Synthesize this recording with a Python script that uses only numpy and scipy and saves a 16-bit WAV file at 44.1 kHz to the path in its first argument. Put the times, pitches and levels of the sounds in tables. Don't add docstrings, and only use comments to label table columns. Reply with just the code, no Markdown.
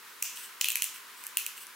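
import sys
import numpy as np
from scipy import signal
from scipy.fft import rfft, irfft
from scipy.io import wavfile

SR = 44100
rng = np.random.default_rng(int(sys.argv[2]) if len(sys.argv) > 2 else 0)


def wav_record(signal):
    frames = np.transpose(np.atleast_2d(signal))
    bounded = np.clip(frames, -1, 1)
    quanta = np.round(bounded * 32767).astype(np.int16)
    wavfile.write(sys.argv[1], SR, quanta)


def convert_level_to_amplitude(level_db):
    exponent = np.asarray(level_db, float) / 20
    return 10 ** exponent


N = 77175

NOISE_EDGE_HZ = 15800
# hz, likeness (0 to 1)
ROOM_LIKENESS = [(2000, 0.99), (4000, 0.56), (8000, 0.63), (15000, 0.72)]
# hz, likeness (0 to 1)
STEADY_LIKENESS = [(60, 0.89), (180, 0.89), (550, 0.71), (1650, 0.61), (4970, 0.52), (15000, 0.8)]


def rms_one(x):
    return x / np.sqrt(np.mean(x ** 2) + 1e-20)


def unit(x):
    energy = np.sum(x ** 2, axis=1)
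    pair = energy[:2].mean()
    return x / np.sqrt([[pair], [pair], [energy[2]]])


def at_hz(points, hz):
    table_hz, value = np.transpose(points)
    return np.interp(np.log(hz), np.log(table_hz), value)


def drift(rate_hz):
    r = np.exp(-2 * np.pi * rate_hz / SR)
    wander = signal.lfilter([1], [1, -2 * r, r * r], rng.standard_normal(N + SR))
    return rms_one(wander[SR:])


def resonate(x, hz, width_hz):
    r = np.exp(-np.pi * width_hz / SR)
    feedback = [1, -2 * r * np.cos(2 * np.pi * hz / SR), r * r]
    return signal.lfilter([(1 - r * r) / 2, 0, (r * r - 1) / 2], feedback, x)


def high_pass(x, hz):
    return signal.sosfilt(signal.butter(4, hz, "high", fs=SR, output="sos"), x)


def to_stereo(mid, side, likeness):
    return np.sqrt(1 + likeness) * mid + np.sqrt(1 - likeness) * side * [[1], [-1]]


def stereo_noise(spectrum, alike):
    hz = np.maximum(np.arange(N // 2 + 1) * SR / N, 1)
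    likeness = np.clip(at_hz(alike, hz), 0, 1)
    low_edge = np.minimum(1, hz / spectrum[0][0]) ** 4
    high_edge = np.minimum(1, min(spectrum[-1][0], NOISE_EDGE_HZ) / hz) ** 200
    white = rfft(rng.standard_normal((2, N)))
    mid, side = white * convert_level_to_amplitude(at_hz(spectrum, hz)) * low_edge * high_edge
    return rms_one(irfft(to_stereo(mid, side, likeness), N))


def snaps():
    # start_s, then neck_db, skirt_db, crack_db, top_crack_db (energy)
    snap_table = [(0.2238, -53, -30, -18, -10), (0.2258, -11, -9.5, -7, -6.0),
                  (0.3723, -20.5, -22, -35, -36), (0.6116, -8, -2, -11.5, -7),
                  (0.6136, -4.5, -14, -7.5, -10.5), (0.644, -4.0, -26, -7.5, -10),
                  (0.6567, -10.0, -15, -16, -13.0), (0.6854, -5.0, -22, -7, -4.5),
                  (0.703, -14, -37, -7, -13), (0.7188, -15, -22, -10, -12.0), (0.7562, -6, -13, -3.5, -12),
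                  (0.771, -15.5, -21, -16, -15), (0.8214, -6.5, -9.5, -6.5, -2.5),
                  (0.842, -16.0, -38, -6.0, -12), (0.96, -25, -41.0, -30, -29),
                  (1.2384, -27, -41, -22, -22), (1.267, -25.5, -40, -14.5, -15.5),
                  (1.371, -4.5, -11.5, -3.5, -2.0), (1.4642, -13.5, -18, -10, -13),
                  (1.5778, -23.5, -37, -30, -32), (1.6683, -34, -29, -23.5, -45)]
    # neck_hz, crack_hz, room_send_db
    pitch_table = [(3000, 8600, 3), (2580, 7500, 0.5), (3000, 6400, 0), (2930, 7600, -2), (2926, 8800, -1),
                   (2770, 10700, 2), (2800, 13000, -2.5), (2670, 9100, -0.5), (3280, 8500, 0),
                   (2600, 12700, -7.5), (2500, 11300, -1.5), (2400, 7800, 0.5), (3015, 8500, -0.5),
                   (2480, 9100, -1.5), (2780, 13000, -1), (2250, 9100, 4), (2300, 9300, -11),
                   (2770, 10260, 0), (2810, 11200, -1.5), (2650, 8400, -3), (2600, 10400, -1)]
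    creak_db, creak_s, tear_s = -29, 0.00035, 0.0011
    splinter_db, splinter_share = 3.0, 2.54
    likeness = 0.77
    lead = 300
    t = (np.arange(900) - lead) / SR
    creak = convert_level_to_amplitude(creak_db) * np.exp(np.minimum(t, 0) / creak_s)
    shape = np.where(t < 0, creak, np.exp(-np.maximum(t, 0) / tear_s))
    first_break = t == 0
    noise = rng.standard_normal((len(snap_table), 2, len(t)))
    rough = rng.exponential(1, (len(snap_table), len(t)))
    out = np.zeros((3, N + SR))
    for (start_s, *levels_db), (neck_hz, crack_hz, send_db), grain, jolt in zip(
            snap_table, pitch_table, noise, rough):
        mid, side = shape * grain * convert_level_to_amplitude(splinter_db * np.minimum(jolt, 3))
        size = np.sqrt(np.sum(mid ** 2)) / splinter_share
        mid = mid / size + first_break
        side = np.sqrt(1 - likeness) * high_pass(side / size, 4700)
        tear = np.array([mid + side, mid - side, first_break])
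        sound = bottle_and_cap(tear, levels_db, neck_hz, crack_hz)
        sound = sound * convert_level_to_amplitude(send_db * np.array([[0], [0], [1]]))
        i = int(start_s * SR) - lead
        out[:, i:i + len(t)] += sound
    return high_pass(out[:, :N], 1100)


def bottle_and_cap(tear, levels_db, neck_hz, crack_hz):
    def ring(hz, width_hz):
        once = resonate(tear, hz, width_hz)
        return unit(resonate(once, hz, 2 * width_hz))
    neck_width_hz, shoulder_hz = 680, 4260
    neck = ring(neck_hz, neck_width_hz)
    neck = neck - convert_level_to_amplitude(-12) * ring(shoulder_hz, neck_width_hz)
    neck = neck - convert_level_to_amplitude(-27) * ring(1700, 1260)
    skirt = ring(5810, 2230)
    crackle = unit(high_pass(tear, shoulder_hz))
    crack = ring(crack_hz, 3800) + convert_level_to_amplitude(-7) * crackle
    top_crack = ring(14540, 3200)
    parts = [neck, skirt, -crack, top_crack]
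    return sum(convert_level_to_amplitude(db) * part for db, part in zip(levels_db, parts))


def room(direct, diffuse):
    # delay_s, level_db, low_cut_hz
    echo_table = [
        (.0013, -15, 2000),
        (.0083, -13.5, 10000),
        (.0099, -7, 12300),
    ]
    # hz, time_s
    dying_time = [(2000, .42), (4000, 0.52), (8000, 0.44), (15000, 0.29)]
    # hz, level_db
    tail_colour = [(2000, 0.5), (3000, -3.5), (4200, 1), (6000, 1), (8500, -5.5), (11500, -4.5), (15000, 4)]
    onset_s, tail_db = 0.0058, -9
    t = np.arange(SR // 2) / SR
    white = rng.standard_normal((2, 2, len(t)))
    edges = 1400 * 2 ** np.arange(0, 3.8, 0.5)
    tail = 0
    for k, (low, high) in enumerate(zip(edges, edges[1:])):
        hz = np.sqrt(low * high)
        band = signal.butter(2, [low, high], "band", fs=SR, output="sos")
        mid, side = signal.sosfilt(band, white[k % 2])
        pair = to_stereo(mid, side, np.clip(at_hz(ROOM_LIKENESS, hz), 0, 1))
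        tail = tail + pair * convert_level_to_amplitude(at_hz(tail_colour, hz) - 60 * t / at_hz(dying_time, hz))
    tail = tail * np.clip((t - onset_s) / 0.003, 0.15, 1) * convert_level_to_amplitude(tail_db) / 20
    edge_cut = signal.cheby2(12, 50, NOISE_EDGE_HZ + 500, fs=SR, output="sos")
    tail = signal.sosfilt(edge_cut, tail)
    out = signal.fftconvolve(diffuse[None], tail, axes=1)[:, :N]
    for delay_s, db, low_cut_hz in echo_table:
        out = out + convert_level_to_amplitude(db) * np.roll(high_pass(direct, low_cut_hz), int(delay_s * SR), axis=1)
    return out


def puff():
    # hz, level_db (per Hz)
    puff_colour = [(1600, -19), (2700, 0), (4000, -11), (6000, 0.5), (8000, -7), (15000, -14)]
    start_s, rise_s, fall_s, level_db = 0.234, 0.021, 0.084, -39.5
    t = np.arange(N) / SR - start_s
    flow = np.clip(t / rise_s, 0, 1) * np.exp(-np.maximum(t - rise_s, 0) / fall_s)
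    return convert_level_to_amplitude(level_db) * flow * stereo_noise(puff_colour, ROOM_LIKENESS)


def gas():
    # start_s, rise_s, hold_s, fall_s, level_db
    spurt_table = [
        (0.352, 0.0082, 0.094, 0.026, -46.5),
        (0.927, 0.016, 0.024, 0.028, -50),
        (1.155, 0.021, 0.12, 0.02, -57),
        (1.56, 0.011, 0.011, 0.022, -48),
        (1.598, 0.017, 0.017, 0.016, -51),
    ]
    # hz, level_db (per Hz)
    jet_colour = [(880, -24), (1500, -17), (2230, -8.5), (2860, -4.5), (4000, -12), (4330, -8),
                  (7100, -12.5), (8490, -5), (16000, -5)]
    # pitch_hz, width_hz, level_db
    whistle_table = [
        (2840, 300, -18),
        (8080, 430, -7),
    ]
    likeness, flutter_db, flutter_hz = 0.8, 0.8, 71
    t = np.arange(N) / SR
    flow = 0
    for start_s, rise_s, hold_s, fall_s, db in spurt_table:
        opening = np.clip((t - start_s) / rise_s, 0, 1)
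        closing = np.exp(-np.maximum(t - start_s - rise_s - hold_s, 0) / fall_s)
        flow = flow + convert_level_to_amplitude(db) * opening * closing
    jet = stereo_noise(jet_colour, [(1000, likeness), (16000, likeness)])
    whistles = sum(convert_level_to_amplitude(db) * rms_one(resonate(jet, hz, width)) for hz, width, db in whistle_table)
    return (jet + whistles) * flow * convert_level_to_amplitude(flutter_db * drift(flutter_hz))


def fizz():
    # hz, level_db (per Hz)
    fizz_colour = [(410, -43), (700, -26.5), (997, -3), (1080, -6.5), (1460, -4.5), (2770, -9.5),
                   (3740, -11.5), (6070, -15), (16000, -16.5)]
    # time_s, level_db
    vigour_table = [
        (0, 1),
        (.5, 2),
        (1.0, 2),
        (1.4, 2.5),
        (1.75, 0.5),
    ]
    vigour_db = np.interp(np.arange(N) / SR, *np.transpose(vigour_table))
    level_db = -51 + vigour_db + 0.44 * drift(24)
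    return convert_level_to_amplitude(level_db) * stereo_noise(fizz_colour, STEADY_LIKENESS)


def hum():
    # hz, level_db (per Hz)
    hum_colour = [(15, -52), (25, -20), (65, -19.5), (134, -14), (211, -5), (345, -2), (405, 2.5),
                  (581, -5.5), (800, -7), (1040, -54), (1760, -120)]
    return convert_level_to_amplitude(-68) * high_pass(stereo_noise(hum_colour, STEADY_LIKENESS), 39)


def scene():
    cap = snaps()
    direct, diffuse = cap[:2], cap[2]
    mix = direct + room(direct, diffuse) + puff() + gas() + fizz() + hum()
    return mix * convert_level_to_amplitude(0.09 * np.array([[1], [-1]]))


def roll_off(x):
    return signal.sosfilt(signal.butter(12, 16960, fs=SR, output="sos"), x)


def record(dry):
    top_cut = signal.cheby2(10, 60, 17300, fs=SR, output="sos")
    mix = signal.sosfilt(top_cut, dry)
    return roll_off(mix)


dry = scene()
out = record(dry)
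wav_record(out)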